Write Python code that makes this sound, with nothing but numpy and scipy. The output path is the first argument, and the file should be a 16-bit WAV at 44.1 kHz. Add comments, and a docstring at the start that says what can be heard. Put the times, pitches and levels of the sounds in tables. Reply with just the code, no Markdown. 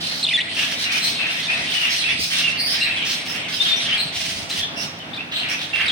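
"""A flock of budgerigars chatters in a small, hard-walled home aviary, heard by a phone at the cage bars.
One bird strings pure glides into a warble close by; others chirp in whistled syllables and buzz in fast trills.
Harsh squawks are slapping membranes ringing a throat, and short glides make a murmur further back.
Wingbeats are swished noise; taps and bumps are ringing noise bursts on the wire and perch.
The hard room rings after every call, over steady room noise and a low wavering hum."""
import sys
import numpy as np
from scipy import signal
from scipy.fft import rfft, irfft, next_fast_len
from scipy.io import wavfile

SR = 44100
rng = np.random.default_rng(int(sys.argv[2]) if len(sys.argv) > 2 else 0)


def master(y):
    """Save y as 16-bit WAV."""
    cut = np.clip(np.atleast_2d(y).T, -1, 1)
    pcm = np.round(cut * 32767)  # scale
    wavfile.write(sys.argv[1], SR, pcm.astype(np.int16))


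N = 260631  # length in samples
T = np.arange(N) / SR  # time in seconds

# Levels in the rows are relative within a source, and lengths are nominal: each source scales its own.
# Glides of the near bird's warble. Each row: start in seconds, length in seconds, pitch at the start in Hz,
# pitch at the end in Hz, level in dB.
WARBLE_GLIDES = [(0.228, 0.0132, 3750, 4400, -18), (.238, 0.0156, 4260, 3200, -15.5),
                 (0.266, .006, 3310, 3540, -14), (.275, 0.012, 2450, 2870, -27),
                 (0.287, 0.0093, 2780, 4020, -20.5), (0.298, 0.0055, 3190, 2620, -20),
                 (0.308, .020, 2300, 2520, -20.5), (.330, .005, 1950, 2000, -17.5),
                 (.335, 0.0315, 3500, 3290, -15), (0.374, .026, 1856, 1914, -20.5),
                 (0.402, 0.0121, 2400, 3790, -22.5), (0.41, 0.0117, 3700, 3260, -21),
                 (5.818, .014, 2170, 2750, -33), (5.858, 0.01045, 4100, 4860, -29),
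                 (5.881, 0.015, 3903, 3460, -17.5), (5.901, 0.0126, 3090, 3610, -20)]
# Hoarse chirps. Each row: start in seconds, length in seconds, pitch at the start in Hz, settled pitch in Hz,
# whistle level in dB, rasp level in dB, whistle's left minus right in dB.
CHIRP_NOTES = [(0.565, 0.088, 2887, 2748, -20.5, -22.5, 10), (0.834, 0.15, 3020, 2446, -22, -26, 9),
               (1.187, 0.13, 2638, 2717, -20.5, -24.5, 8), (1.425, 0.053, 4566, 2805, -27, -29.5, 0),
               (1.482, 0.098, 2580, 2632, -19.5, -24.5, 4.5), (1.675, 0.053, 3882, 2950, -26, -26, -6),
               (1.747, 0.046, 2860, 3000, -14.5, -26, 12.5), (1.809, 0.091, 3220, 2620, -21.5, -23.5, 4.5),
               (1.988, .053, 4601, 2795, -21, -27, -4.5), (2.037, .095, 2544, 2713, -20.5, -25, 3),
               (2.087, .04, 3293, 3355, -22.5, -32, -2), (2.379, 0.044, 2515, 2600, -24, -28, 3),
               (2.433, .15, 2885, 2744, -20, -29.5, -4.5), (2.808, 0.124, 2764, 2598, -21.5, -27.5, 2),
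               (2.966, 0.11, 3940, 2425, -28, -27, 3), (3.6, .024, 3706, 3560, -13, -27, 3),
               (3.62, .02, 3650, 3670, -20, -27, 2), (3.65, 0.023, 3290, 2800, -18, -23, 1),
               (3.68, 0.066, 3750, 3580, -17, -25, 1.5), (3.801, 0.15, 4330, 2960, -23, -25.5, 2),
               (3.9, 0.092, 2997, 2508, -28, -24.5, 3), (4.5, .07, 3960, 3350, -27, -31.5, 3),
               (4.562, .045, 2950, 3205, -25.5, -34, -2), (4.603, .052, 3330, 3576, -22, -32, -1),
               (4.995, 0.042, 3300, 2790, -35, -39, 2), (5.131, 0.051, 3880, 3580, -27.5, -36.5, 4),
               (5.177, 0.044, 2684, 2420, -27, -34, -3), (5.313, 0.13, 3890, 2896, -34, -25, 7),
               (5.427, .13, 2986, 2482, -27, -27, 4), (5.732, 0.13, 2880, 2660, -19, -23.5, -8),
               (5.866, .05, 3890, 3010, -25.5, -25, 0)]
# Fast trills. Each row: start in seconds, length in seconds, pitch at the start in Hz, level in dB,
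# left minus right in dB.
BUZZ_NOTES = [(0.766, .065, 3790, -31, 6), (1.012, 0.11, 4015, -21.5, 3.5), (1.886, 0.11, 5477, -27, -6),
              (2.186, 0.092, 4677, -27, -4), (2.571, 0.14, 4440, -22.5, -1.5), (2.659, .12, 4840, -24, -3),
              (2.803, .077, 3900, -24, 1), (3.274, .075, 5270, -29, -7.5), (3.52, 0.067, 4850, -30, -4),
              (3.659, 0.09, 3490, -26, 7), (3.762, 0.04, 5636, -26.5, -5.5), (3.976, 0.058, 4067, -21, 2),
              (4.759, 0.12, 5290, -28, -7.5), (4.764, .06, 2730, -31, -4), (5.335, 0.079, 3890, -26.5, 2),
              (5.495, 0.0485, 5480, -28.5, -8)]
# Harsh scolding notes. Each row: start in seconds, length in seconds, throat resonance in Hz, level in dB,
# treble in dB.
SQUAWK_NOTES = [(0, 0.19, 4170, -31, -4.5), (0.549, 0.18, 3140, -27.5, -5), (0.792, 0.063, 3710, -26, -5),
                (0.923, 0.073, 2800, -24, -5), (1.036, .087, 3280, -30, -0.5),
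                (1.31, 0.11, 3470, -29.5, -6.5), (1.687, 0.18, 2700, -28.5, -6),
                (1.904, 0.083, 3800, -32, 2), (2.204, 0.081, 3560, -32.5, 3),
                (2.309, 0.099, 3290, -24, -4.5), (2.677, 0.1, 3419, -26.5, -7.5),
                (3.057, 0.091, 3590, -27.5, -1), (3.265, 0.11, 2760, -29.5, -7.5),
                (3.492, 0.068, 3410, -27.5, -7), (3.609, .091, 3220, -27.5, -6.5),
                (5.495, 0.055, 2580, -28, -6), (5.6, 0.054, 3520, -28, -10.5),
                (5.794, .083, 2200, -24.5, -22)]
# Overlapping far chatter. Each row: time in seconds, level in dB.
CROWD_LEVEL = [(0, -30), (.2, -35.5), (.3, -27), (.48, -32.5), (1.4, -30), (2.3, -26), (3.2, -32.5),
               (3.9, -27.5), (4.45, -45), (5.28, -52), (5.4, -39.5), (5.9, -31.5)]
# Bursts of wingbeats. Each row: start in seconds, length in seconds, feather level in dB, air puff level in dB.
FLIGHT_BURSTS = [(4.113, 0.23, -26.5, -50), (4.301, 0.15, -31.5, -44.5), (4.484, 0.14, -27, -46.5),
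                 (4.766, 0.1, -31, -62)]
# Beak or claw on the bars. Each row: start in seconds, level in dB.
BAR_TICKS = [(4.989, -28.5), (5.498, -25)]
# Soft bumps on the perch. Each row: start in seconds, level in dB.
PERCH_BUMPS = [(1.61, -44), (2.129, -47), (2.191, -39), (4.054, -41), (4.28, -44), (4.399, -57)]
# What the throat and beak pass. Each row: frequency in Hz, gain in dB.
THROAT_OUTLINE = [(700, -32), (1400, -15.5), (2000, -1.5), (3000, 0), (4200, -3.5), (5500, -6), (8500, 7.5),
                  (12000, -1.5), (16000, -14)]
# Feathers brushing the air. Each row: frequency in Hz, gain in dB.
FEATHER_OUTLINE = [(300, -32), (1200, -20), (2000, -4), (3400, 0), (6000, -3.5), (9000, -12), (16000, -29)]
# Steady room noise. Each row: frequency in Hz, gain in dB.
AIR_OUTLINE = [(25, -43), (50, -16.5), (80, -8), (140, 0), (260, 1.5), (340, -5), (480, -7.5), (700, -3),
               (1000, -9.5), (1600, -10.5), (3000, -11), (6000, -26.5), (16000, -45.5)]
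# Hum of the room. Each row: frequency in Hz, level in dB.
HUM_TONES = [(102.3, -54.5), (161.5, -49.5), (248, -56), (302, -55.5), (667.5, -53)]
# Colour of the phone's microphone. Each row: frequency in Hz, gain in dB.
MIC_OUTLINE = [(1000, 1), (5800, 0.5), (7200, -5.5), (8600, 2.5), (10000, 1), (11500, -6.5), (13800, 2.5),
               (15200, 9.5)]

TOP_HZ = 15950  # the microphone's upper limit
# echoes and tail, against the direct sound
NEAR_EARLY_DB, NEAR_TAIL_DB = -13, -14
WHISTLE_EARLY_DB, WHISTLE_TAIL_DB = -9, -7
# left minus right of the near bird and of the scolding birds
NEAR_PAN_DB, SCOLD_PAN_DB = 1.2, -2
# time in which a chirp slides to its settled pitch, and its nominal syllable rate
SETTLE_S, SYLLABLE_HZ = 0.04, 33.03
TRILL_CLIMB_OCT_PER_S = 1.1  # octaves per second


def undb(db):
    """Decibels to gain."""
    return 10 ** (np.asarray(db) / 20)


def unit(x):
    """Scale to rms 1."""
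    return x / np.sqrt(np.mean(x ** 2) + 1e-18)


def colour(x, points):
    """Filter by a (Hz, dB) outline, joined by lines over log frequency."""
    n = x.shape[-1]
    size = next_fast_len(n + 256)
    hz, db = np.transpose(points)
    f = np.fft.rfftfreq(size, 1 / SR)
    gain = undb(np.interp(np.log(f + 1), np.log(hz), db))
    return irfft(rfft(x, size) * gain, size)[..., :n]


def resonance(x, hz, width_hz):
    """Two-pole band-pass, gain 1 at the centre."""
    return signal.lfilter(*signal.iirpeak(hz, hz / width_hz, fs=SR), x)


def wander(n, rate):
    """Random values joined by lines, rate a second, spread near 1."""
    at = np.arange(n) * rate / SR
    return np.interp(at, np.arange(4096), rng.standard_normal(4096)) * np.sqrt(3 / 2)


def swell(n, edge):
    """A note's envelope: it opens and closes over a share of its length."""
    return signal.windows.tukey(n, np.clip(edge, 0, 1))


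def push(n, rise, fall):
    """A call's envelope: it grows and dies in quarter sines, each over its own share of the length."""
    u = np.linspace(0, 1, n)
    growing = np.sin(np.pi / 2 * np.clip(u / rise, 0, 1))
    return growing * np.sin(np.pi / 2 * np.clip((1 - u) / fall, 0, 1))


def add(out, x, s, pan_db=0, spread=1):
    """Place a sound: each side of the microphone has its own gain and its own small random delay."""
    for side, lag, sign in zip(out, rng.integers(0, 18, 2), (1, -1)):
        i = min(max(int(s * SR), 0) + int(lag * spread), N)
        gain = undb(sign * pan_db / 2) / np.sqrt(np.cosh(pan_db * np.log(10) / 10))
        side[i:i + len(x)] += x[:N - i] * gain


def syrinx(hz, overtone_db, fall_db):
    """A membrane swinging almost as a sine, with weak overtones."""
    phase = 2 * np.pi * np.cumsum(hz) / SR
    overtones = 0
    for k in range(2, 5):
        audible = k * hz < SR / 2
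        overtones = overtones + undb(overtone_db + fall_db * (k - 2)) * np.sin(k * phase) * audible
    return np.sqrt(2) * (np.sin(phase) + overtones)


def warble(gain_db=-0.6, rough=0.048, overtone_db=-25, low_note_db=18, upper_fall_db=-13, arch=0.0413,
           pure_db=-13):
    """The near bird strings arched glides together: loud notes are purer, soft ones hoarse, low ones reedy."""
    out = np.zeros((2, N))
    for s, length, first_hz, last_hz, db in WARBLE_GLIDES:
        n = int(length * SR * 1.16)
        hz = np.linspace(first_hz, last_hz, n) * (1 + arch * np.sin(np.linspace(0, np.pi, n)))
        hoarse = np.clip((pure_db - db) / 9, 0.08, 1)
        reedy = np.clip((2800 - hz) / 900, 0, 1)
        hz = hz * (1 + rough * hoarse * wander(n, 1810))
        voice = syrinx(hz, overtone_db + low_note_db * reedy, upper_fall_db)
        voice = voice * undb(db + gain_db + 4.0 * hoarse * wander(n, 700))
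        add(out, voice * swell(n, edge=0.17), s, NEAR_PAN_DB, spread=0)
    return colour(out, THROAT_OUTLINE)


def chirp_pitch(n, first_hz, settled_hz):
    """A chirp slides quickly from its first pitch and levels off."""
    return settled_hz + (first_hz - settled_hz) * np.exp(-T[:n] / SETTLE_S)


def chirps(gain_db=-3.0, waver=0.023, rasp=0.018, flutter_db=3, scoop=0.08, step=0.03594,
           syllable_db=3.0, half_db=-17, peak_early=0.71):
    """Whistles in uneven upward-scooping syllables; soft ones waver, rasp and crack into the octave below."""
    out = np.zeros((2, N))
    for s, length, first_hz, settled_hz, db, _, pan_db in CHIRP_NOTES:
        n = int(length * SR * 1.04)
        hoarse = np.clip((-13.5 - db) / 9, 0.35, 1.3)
        # number of the syllable, and the share of it gone by
        pace = np.cumsum(np.exp(0.344 * wander(n, 39.85)))
        syllables = max(round(length * SYLLABLE_HZ), 1)
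        which, through = np.divmod(pace / (pace[-1] + 1) * syllables, 1)
        # each syllable draws its own pitch and strength
        lift, accent = rng.uniform(-np.sqrt(3), np.sqrt(3), (n, 2))[which.astype(int)].T
        hz = chirp_pitch(n, first_hz, settled_hz) * (1 + hoarse * (step * lift + scoop * (through - 0.5)))
        hz = hz * (1 + hoarse * (waver * wander(n, 245.6) + rasp * wander(n, 2223)))
        whistle = syrinx(hz, overtone_db=-36.5, fall_db=-33)
        octave_below = undb(half_db) * hoarse * wander(n, 102) * np.sin(np.pi * np.cumsum(hz) / SR)
        shape = np.sqrt(np.sin(np.pi * through ** peak_early))
        strength = undb(syllable_db * accent + hoarse * flutter_db * wander(n, 221))
        note = (whistle + octave_below) * shape * strength
        add(out, unit(note) * undb(db + gain_db), s, pan_db, spread=0.4)
    return colour(out, THROAT_OUTLINE)


def buzzes(gain_db=-1, trill_hz=190, depth=0.054, rasp=0.026):
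    """A climbing whistle shaken in pitch and strength by an uneven fast trill."""
    out = np.zeros((2, N))
    for s, length, first_hz, db, pan_db in BUZZ_NOTES:
        n = int(length * SR * 0.883)
        trill = 2 * np.pi * np.cumsum(trill_hz * (1 + 0.251 * wander(n, 202.3))) / SR
        climb = 2 ** (TRILL_CLIMB_OCT_PER_S * T[:n])
        hz = first_hz * climb * (1 + depth * np.sin(trill) + rasp * wander(n, 2500))
        note = syrinx(hz, overtone_db=-14.5, fall_db=-8)
        note = note * undb(2.4 * np.cos(trill) + 2 * wander(n, 117)) * push(n, rise=0.25, fall=0.29)
        add(out, unit(note) * undb(db + gain_db), s - 0.004, pan_db)
    return out


def harsh_note(n, throat_hz, bright_db, pulse_hz=380, jitter=0.3, puff=0.71, width_hz=1300, voiced_db=-3,
               leap=0.15):
    """Membranes slap shut irregularly and ring the throat; a broken whistle leaps about its resonance."""
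    pace = np.exp(jitter * wander(n, 350) + 0.2 * rng.standard_normal())
    cycles = np.cumsum(pulse_hz * pace) / SR
    slaps = unit(np.diff(np.floor(cycles), prepend=0))
    opening = np.exp(-(cycles % 1) / 0.39)
    breath = unit(opening * rng.standard_normal(n))
    effort = undb(2.65 * wander(n, 112)) * push(n, rise=0.064, fall=0.25)
    source = (slaps + 2 * puff * breath) * effort
    throat = resonance(resonance(source, throat_hz, width_hz), throat_hz, 1.15 * width_hz)
    windpipe = resonance(resonance(source, 1820, 1000), 2140, 1750)  # its lower mode
    body = throat + undb(-4.5) * windpipe
    whistle = syrinx(throat_hz * np.exp(leap * wander(n, 260)), overtone_db=-15.5, fall_db=-26)
    whistle = whistle * (0.5 + opening) * effort
    edge = colour(source, [(2500, -72), (4200, 2), (5600, 3.0), (8500, -8.0), (11000, -11.5), (16000, -22)])
    return unit(unit(body) + undb(voiced_db) * unit(whistle)) + undb(bright_db) * unit(edge)


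def squawks(gain_db=-1.5, treble_db=4, chirp_rasp_db=-2, chirp_treble_db=-17, throat_share=0.97):
    """Bright scolding notes, and the duller rasp in each chirp, whose throat is tuned near the whistle."""
    out = np.zeros((2, N))
    for s, length, throat_hz, db, bright_db in SQUAWK_NOTES:
        note = harsh_note(int(length * SR * 1.246), throat_hz, bright_db + treble_db)
        add(out, note * undb(db + gain_db), s - 0.011, SCOLD_PAN_DB)
    for s, length, first_hz, settled_hz, _, db, _ in CHIRP_NOTES:
        n = int(length * SR * 1.08)
        throat_hz = throat_share * np.median(chirp_pitch(n, first_hz, settled_hz))
        note = harsh_note(n, throat_hz, chirp_treble_db)
        add(out, note * undb(db + chirp_rasp_db), s, SCOLD_PAN_DB)
    return colour(out, [(500, 2), (1100, -1), (1600, 0.0), (16000, -0.5)])


def wings(beat_hz=17, beat_db=3):
    """Each downstroke swishes the feathers and pushes a soft puff of air."""
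    out = np.zeros((2, N))
    for s, length, feather_db, puff_db in FLIGHT_BURSTS:
        n = int(length * SR)
        stroke = np.cos(2 * np.pi * np.cumsum(beat_hz * (1 + 0.22 * wander(n, 19))) / SR)
        feathers = colour(rng.standard_normal(n), FEATHER_OUTLINE)
        swish = unit(feathers * undb(beat_db * stroke + 1.5 * wander(n, 504)))
        low_air = resonance(resonance(rng.standard_normal(n), 81, 110), 89, 160)
        puff = unit(low_air * undb(4.4 * stroke))
        beats = swish * undb(feather_db) + puff * undb(puff_db)
        add(out, beats * swell(n, edge=0.3), s, pan_db=-1.5)
    return out


def ticks(decay_s=0.0027):
    """A dry tap that briefly rings the cage wire."""
    out, t = np.zeros((2, N)), T[:SR // 20]
    for s, db in BAR_TICKS:
        tap = rng.standard_normal(len(t)) * np.exp(-t / decay_s)
        ring = resonance(tap, 3500, 900) + resonance(tap, 4800, 860) + resonance(tap, 5800, 1350)
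        add(out, ring * undb(db), s)
    return out


def bumps(hz=120, width_hz=110, decay_s=0.013, pan_db=-4):
    """A dull knock that dies within a few swings."""
    out, t = np.zeros((2, N)), T[:SR // 8]
    for s, db in PERCH_BUMPS:
        knock = rng.standard_normal(len(t)) * np.exp(-t / decay_s)
        thud = resonance(resonance(knock, hz, width_hz), hz, 2 * width_hz)
        add(out, unit(thud) * undb(db), s, pan_db)
    return out


def crowd(count=420, gain_db=0.0):
    """Birds further back mutter short, hoarse glides at random."""
    out = np.zeros((2, N))
    for when, span, pitch, bend, side in rng.random((count, 5)):
        n = int((0.01987 + 0.06 * span) * SR)
        glide = (bend - 0.5) * np.linspace(-0.4, 0.4, n)
        hz = 1750 * 3 ** pitch * np.exp(glide + 0.1209 * wander(n, 1900))
        note = syrinx(hz, overtone_db=-18.5, fall_db=-11) * swell(n, edge=0.3)
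        add(out, note, when * N / SR - 0.03, 10 * (side - 0.55))
    level_db = np.interp(T, *np.transpose(CROWD_LEVEL))
    return unit(colour(out, THROAT_OUTLINE)) * undb(level_db + gain_db)


def room(x, early_db, tail_db, t60_s=0.61, treble_t60_s=0.33, early_s=0.026):
    """Close walls throw back a cluster of echoes, then a diffuse tail whose treble dies first."""
    t = T[:int(0.6 * SR)]
    noise = rng.standard_normal((2, len(t)))
    low = signal.sosfilt(signal.butter(2, 5500, fs=SR, output="sos"), noise)
    # the treble takes the other side's noise
    high = signal.sosfilt(signal.butter(2, 5500, "high", fs=SR, output="sos"), noise[::-1])
    tail = low * np.exp(-np.log(1000) * t / t60_s) + high * np.exp(-np.log(1000) * t / treble_t60_s)
    tail = tail * np.clip(t / 0.0076, 0, 1)
    sparse = rng.standard_normal(noise.shape) * (rng.random(noise.shape) < 0.03)
    early = sparse * np.exp(-t / early_s) * (t > 0.0015)
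    response = (undb(early_db) * unit(early) + undb(tail_db) * unit(tail)) / np.sqrt(len(t))
    return signal.fftconvolve(x, response, axes=1)[:, :N]


def background(air_db=-36.0, hum_db=-1):
    """Room noise from shared and opposed parts, its rumble stronger on the right, and wavering hum tones."""
    mid, side = rng.standard_normal((2, N))
    side = colour(side, [(30, -7), (70, 2.5), (130, -23.0), (280, -7.5), (600, -7), (1200, 2.5)])
    air = unit(colour(mid + side * np.array([[1], [-1]]), AIR_OUTLINE)) * undb(1.55 * wander(N, 5.62))
    left = colour(air[0], [(30, -11), (70, -8), (140, -2.5), (500, 0)])
    right = colour(air[1], [(30, 2), (70, 2), (140, 0.58), (500, 0.065)])
    hum = np.zeros(N)
    for hz, db in HUM_TONES:
        level = np.sqrt(2) * undb(db + hum_db + 2.7 * wander(N, 7))
        hum += level * np.sin(2 * np.pi * np.cumsum(hz * (1 + 0.0247 * wander(N, 30))) / SR)
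    return np.array([left, right]) * undb(air_db) + hum


def scene():
    """Whistlers sit near the microphone; scolding birds come about as strongly off the walls as directly."""
    near, whistles = warble(), chirps()
    scolding = squawks() + buzzes() + crowd() + wings()
    birds = near + room(near, NEAR_EARLY_DB, NEAR_TAIL_DB)
    birds = birds + whistles + room(whistles, WHISTLE_EARLY_DB, WHISTLE_TAIL_DB)
    birds = birds + undb(-2.0) * scolding + room(scolding, early_db=-7.0, tail_db=-4.0)
    return birds + ticks() + bumps() + background()


def record(dry):
    """The phone's microphone colours the treble and cuts the top."""
    top_cut = signal.ellip(10, 0.2, 80, TOP_HZ, fs=SR, output="sos")
    return signal.sosfilt(top_cut, colour(dry, MIC_OUTLINE))


dry = scene()
out = record(dry)
master(out)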